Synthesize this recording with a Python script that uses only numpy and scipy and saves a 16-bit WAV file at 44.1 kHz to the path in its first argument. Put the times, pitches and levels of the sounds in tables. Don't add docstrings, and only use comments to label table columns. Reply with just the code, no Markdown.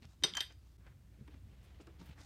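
import sys
import numpy as np
from scipy import signal
from scipy.fft import rfft, irfft
from scipy.io import wavfile
from scipy.ndimage import uniform_filter1d

SR = 44100
rng = np.random.default_rng(int(sys.argv[2]) if len(sys.argv) > 2 else 0)


def ratio(d):
    e = np.asarray(d, float) / 20
    return 10 ** e


def put_to_file(sound):
    columns = np.atleast_2d(sound).T
    safe = np.clip(columns, -1, 1)
    whole_steps = np.round(safe * 32767)
    wavfile.write(sys.argv[1], SR, whole_steps.astype(np.int16))


N = 99225
CHANGE_S = .7702
RING, PUFF = 16384, 12288


def band(x, hz, wide):
    r = wide / 2 + np.sqrt(1 + wide ** 2 / 4)
    edges = [hz / r, min(hz * r, .45 * SR)]
    return signal.sosfilt(signal.butter(2, edges, "band", fs=SR, output="sos"), x)


def unit(x):
    return x / np.sqrt(np.mean(x ** 2))


def fall(t60, size):
    return np.exp(-np.log(1000) * np.arange(size) / SR / max(t60, 1e-3))


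def add(out, s, x):
    i = int(s * SR)
    out[i:i + len(x)] += x[:N - i]


def walk(rate):
    k = int(SR / rate)
    held = np.repeat(rng.standard_normal(N // k + 1), k)
    return 1.33 * uniform_filter1d(uniform_filter1d(held, k), k)[:N]


def burst(hz, t60, wide, rise=.0005):
    puff = rng.standard_normal(PUFF) * fall(t60, PUFF) * (1 - fall(rise, PUFF))
    return band(puff, hz, wide) * np.sqrt(SR / 2 / hz / wide)


# f/Hz, level/dB per Hz
HOUSE_SPECTRUM = [(16, -55.5), (28, -27), (81, -5), (141, -18), (246, -28), (312, -27.5), (407, -35),
                  (790, -42.5), (15800, -55.5)]


def house():
    f = np.arange(N // 2 + 1) * SR / N + 1
    hz, db = np.array(HOUSE_SPECTRUM).T
    noise = rfft(rng.standard_normal(N)) * ratio(np.interp(np.log(f), np.log(hz), db))
    early_db = 2.5 * (np.arange(N) < CHANGE_S * SR)
    out = np.zeros(N)
    for octave in np.arange(4, 15, .5):
        window = np.cos(np.pi * np.clip(np.log2(f) - octave, -.5, .5)) ** 2
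        wander_db = walk(7) * (.4 + 1.2 * (octave < 9))
        out += irfft(noise * window, N) * ratio(wander_db + early_db * (octave > 11))
    return unit(out) * ratio(-61.5)


def hum():
    hz = 60 * (1 + 0.034 * walk(28))
    return np.sin(2 * np.pi * np.cumsum(hz) / SR) * ratio(-65.5 + 2.86 * walk(4.4))


def room(x, send):
    noise = rng.standard_normal(RING)
    low = band(noise, 357.0, 2.0)
    tail = low * fall(.24, RING) + (noise - low) * fall(.26, RING)
    tail = np.r_[np.zeros(int(.008 * SR)), tail / np.sqrt(np.sum(tail ** 2))]
    return x + ratio(-11) * signal.fftconvolve(send, tail)[:N]


# t/s, length/s, level/dB, f/Hz
RUBS = [(0.012, 0.055, -67.5, 1850), (0.082, 0.078, -72.5, 3460), (0.202, 0.038, -77.5, 4250),
        (0.491, 0.042, -65, 1380), (0.573, 0.24, -80, 3010), (.78, 0.18, -77.5, 983),
        (1.087, 0.36, -80.5, 1202), (1.287, 0.11, -75.5, 1670), (1.386, 0.7, -75, 1574),
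        (1.622, 0.045, -75.5, 6200), (1.806, 0.022, -67, 3600), (1.798, .03, -72, 1500),
        (1.856, 0.29, -79.5, 900), (1.983, 0.069, -69.5, 2430), (2.003, .14, -79, 8000),
        (2.038, 0.12, -69, 1670), (2.159, 0.19, -67, 3250), (2.148, 0.098, -70, 960)]


def cloth():
    out, wide = np.zeros(N), 1.51
    for s, length, db, hz in RUBS:
        grain = rng.standard_normal(N) * ratio(2.5 * walk(250))
        rub = unit(band(grain, hz, wide)) + ratio(-0.5) * unit(band(grain, hz / 3, wide))
        progress = np.clip((np.arange(N) / SR - s) / length, 0, 1)
        out += ratio(db) * rub * np.sin(np.pi * progress ** 0.86)
    return out


# t/s, level/dB, f/Hz, t60/s
DRY_TICKS = [(0.0223, -60, 2500, 0.015), (2.089, -66, 2000, .03), (2.056, -68, 2200, .02),
             (2.012, -66, 2200, .03), (0.0531, -52.5, 3370, 0.0054), (.0565, -72, 3500, .006),
             (.224, -54.5, 1850, 0.058), (.237, -37, 1000, 0.077), (0.346, -52.5, 1400, 0.24),
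             (.369, -39, 1800, 0.069), (0.5234, -52, 3000, 0.0082), (.8655, -61, 1100, 0.09),
             (1.2765, -66, 6090, 0.0092), (1.278, -59, 1300, 0.044), (1.341, -65, 1400, 0.029),
             (1.8704, -63, 876, 0.093), (1.87, -61, 3960, 0.013), (1.801, -64, 810, 0.033),
             (2.001, -65, 3460, 0.035)]


def ticks():
    out = np.zeros(N)
    for s, db, hz, t60 in DRY_TICKS:
        add(out, s, ratio(db) * burst(hz, t60, wide=1.35))
    return out


# t/s, level/dB, f/Hz, t60/s
FLOOR_BLOWS = [(0.021, -51.5, 237, 0.076), (0.038, -52.5, 129.6, 0.18), (.224, -43.5, 300, 0.11),
               (.237, -42, 435, 0.11), (0.24, -40, 363, 0.12), (.239, -41, 150.4, 0.083),
               (.406, -47, 343, 0.037), (0.327, -50, 180, .07), (.36, -53, 270, .08),
               (0.789, -60.5, 163.4, 0.069), (0.865, -63, 520, 0.05), (0.874, -59.5, 128.8, 0.35),
               (1.189, -51, 192.5, 0.058), (1.21, -42.5, 135, 0.059), (1.279, -52.5, 300, 0.09),
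               (1.338, -59.5, 261.7, 0.17), (1.437, -44, 70, 0.14), (1.521, -53.5, 154.7, 0.1),
               (1.797, -48.5, 296, 0.048), (1.872, -53, 334, 0.11), (1.898, -53.5, 62, .5),
               (0.63, -58, 55, .3), (.85, -55, 70, .3), (1.996, -49.5, 175.6, 0.21),
               (2.012, -54, 925, 0.09), (2.015, -54, 290, .06), (1.809, -52, 260, .05),
               (2.089, -48, 149.6, 0.13), (2.108, -50, 78, 0.18), (2.198, -61.5, 288, 0.14)]


def knocks():
    out, t = np.zeros(N), np.arange(PUFF) / SR
    for s, db, hz, t60 in FLOOR_BLOWS:
        note = np.sin(2 * np.pi * hz * t) * fall(t60, PUFF) * (1 - fall(t60 * .2, PUFF))
        thud = .4 * burst(hz, t60, wide=.9, rise=t60 * .15)
        add(out, s, ratio(db) * (note * min(1, 450 / hz) + thud))
    return out


# t/s, level/dB, f/Hz, t60/s, width/centre
EDGE_CHINKS = [(.236, -46, 11300, .05, .1), (.236, -50, 6900, .04, .06), (.254, -47, 3600, .24, .14),
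               (.254, -48, 4880, .26, .1), (.3365, -36, 3600, .012, .3), (.3375, -48, 2300, .015, .3),
               (.3515, -41, 7200, .01, .22), (.3688, -34, 6000, .012, .25), (.3722, -35, 6200, .012, .2),
               (.369, -51, 12400, .03, .12), (.369, -56, 14600, .025, .06), (.370, -41, 1500, .05, .6),
               (.379, -36, 950, .012, .5), (.4053, -38, 5400, .015, .3), (.4053, -49, 11400, .035, .1),
               (.410, -44, 1800, .1, .25), (.432, -50, 3600, .08, .12), (.25, -47, 2200, .25, 1.4),
               (.254, -55, 5900, .18, .06), (.236, -37, 1750, .05, .35), (.375, -52, 3000, .25, 1.3),
               (.414, -55, 2800, .25, 1.0), (.414, -57, 4800, .3, .06), (.4053, -50, 750, .05, .4)]


def chinks():
    out = np.zeros(N)
    for s, db, hz, t60, wide in EDGE_CHINKS:
        add(out, s, ratio(db) * burst(hz, t60, wide, rise=.001))
    return out


def closing(t, s):
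    return np.clip((t - s) / .0015, 0, 1)


def clank(hit, tones, modes, split, chatter, free_s, choked_db,
          twin_db=-11, chatter_share=1, gripped_db=0):
    s, ring_db, crack_db, crack_hz, crack_t60 = hit
    out, t = np.zeros(N), np.arange(RING) / SR
    touch = 1 / (1 + np.exp(np.clip((free_s - t) / .0015, -30, 30)))
    chance = rng.uniform(-1, 1, (len(modes), 4))
    for hz, (db, t60), gap, (scatter, phase, *places) in zip(tones, modes, split, chance):
        if ring_db < -50:
            continue
        starts = [int((1 + place) * (N / 2 - RING / 2)) for place in places]
        shake, sway = (touch * chatter_share * chatter[i:i + RING] for i in starts)
        turn = 2 * np.pi * hz * t + 1.1 * sway
        twin = np.sin(turn + 2 * np.pi * gap * t + np.pi * phase)
        pair = np.sin(turn) + ratio(twin_db) * twin
        choke = choked_db * touch * (1 if hz < 8000 else .45)
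        loss_db = choke + 4 * shake + gripped_db
        env = fall(t60, RING) * (1 - fall(0.0017, RING))
        add(out, s, ratio(ring_db + db + scatter + loss_db) * env * pair)
    crack = burst(crack_hz, crack_t60, wide=0.86, rise=.003)
    crack = crack + ratio(-36) * burst(13500, crack_t60, wide=0.3)
    add(out, s, ratio(crack_db + 0.21 * choked_db * touch[:PUFF]) * crack)
    return out


def split_modes(tones):
    return 60 * rng.uniform(-0.7, 1, len(tones))


RIM_TONES = [2040, 3450, 2931, 3142, 3701, 4615, 4930, 5100, 5958, 8290, 8460, 9550, 10725, 11220]
# level/dB, t60/s
RIM_MODES = [(-14, .08), (-7, .05), (-14, .08), (-2, .09), (1, .15), (-11, .2), (-6, .15), (-12, .25),
             (-1, .12), (-14, .1), (-18, .17), (-28, .2), (-26, .11), (-21, .1)]
# t/s, ring level/dB, crack level/dB, crack f/Hz, crack t60/s
RIM_CLANKS = [
    (.2358, -25.5, -29, 3200, .05),
    (.3365, -60, -48, 3300, .016),
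]


def rim(chatter):
    split = split_modes(RIM_TONES)
    return sum(clank(hit, RIM_TONES, RIM_MODES, split, chatter, free_s=.0185, choked_db=-21)
               for hit in RIM_CLANKS)


FACE_TONES = [1050, 1650, 3135, 4715, 4770, 5960, 7157, 8459, 10745, 12330, 12850, 13770, 14580]
# level/dB, t60/s
FACE_MODES = [(-18, .04), (-13, .06), (0, .24), (-14, .1), (-17, .25), (-16, .06), (-24, .05), (-32, .13),
              (-32, .1), (-32, .08), (-37, .12), (-40, .1), (-38, .08)]
# t/s, ring level/dB, crack level/dB, crack f/Hz, crack t60/s
FACE_CLANKS = [
    (0.3513, -38, -52, 7380, 0.017),
    (.369, -32, -38, 4500, 0.027),
    (0.3798, -54, -49, 1000, 0.03),
]


def face(chatter):
    split, t, second_s = split_modes(FACE_TONES), np.arange(RING) / SR, FACE_CLANKS[1][0]
    out = np.zeros(N)
    for hit in FACE_CLANKS:
        s = hit[0]
        gripped_db = -30 * closing(t + s, second_s) if s < second_s else -10 * closing(t + s, .406)
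        out += clank(hit, FACE_TONES, FACE_MODES, split, chatter, free_s=.011, choked_db=-5,
                     twin_db=-22, chatter_share=.35, gripped_db=gripped_db)
    return out


COLLAR_TONES = [1975, 2295, 3165, 3600, 3690, 1660, 4650, 4825, 5310, 5945, 8358, 8494, 9321, 11500]
# level/dB, t60/s
COLLAR_MODES = [(-9, .08), (-18, .1), (1, .2), (0, .1), (-2, .2), (-18, .3), (-13, .18), (-12, .28),
                (-11, .06), (-7, .18), (-15, .05), (-24, .19), (-29, .15), (-20, .16)]
# t/s, ring level/dB, crack level/dB, crack f/Hz, crack t60/s
COLLAR_CLANKS = [
    (0.4053, -30.5, -38, 3600, 0.056),
    (.422, -66.5, -49, 1860, 0.023),
]
SHRILL_TONES = [9534, 11750, 12360, 13700, 14630]
SHRILL_LEVELS = [-65, -76, -71, -74, -75]


def collar(chatter):
    split, t = split_modes(COLLAR_TONES), np.arange(RING) / SR
    out = sum(clank(hit, COLLAR_TONES, COLLAR_MODES, split, chatter, free_s=.0085, choked_db=-15)
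              for hit in COLLAR_CLANKS)
    for hz, db in zip(SHRILL_TONES, SHRILL_LEVELS):
        shake = chatter[int(hz):][:RING]
        tone = fall(0.15, RING) * np.sin(2 * np.pi * hz * t)
        add(out, COLLAR_CLANKS[0][0], ratio(db + 4 * shake) * tone)
    return out


def plates():
    chatter = walk(150)
    return chinks() + rim(chatter) + face(chatter) + collar(chatter)


def scene():
    far = cloth() + ticks() + knocks()
    near = plates()
    return (room(near + far, ratio(-7) * near + far) + house() + hum())[None]


def top_cut(x):
    return signal.sosfilt(signal.butter(12, 15940, fs=SR, output="sos"), x)


def record(dry):
    t = np.arange(N) / SR
    dry = dry - .35 * signal.lfilter(*signal.iirpeak(10600, 8, fs=SR), dry)
    dry = signal.sosfilt(signal.butter(12, 15900, fs=SR, output="sos"), dry)
    fade_in = np.clip((t - CHANGE_S) / .014, 0, 1) ** 1.4
    gain = np.where(t < CHANGE_S, 1, ratio(2.5) * fade_in)
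    return top_cut(dry * gain)


dry = scene()
out = record(dry)
put_to_file(out)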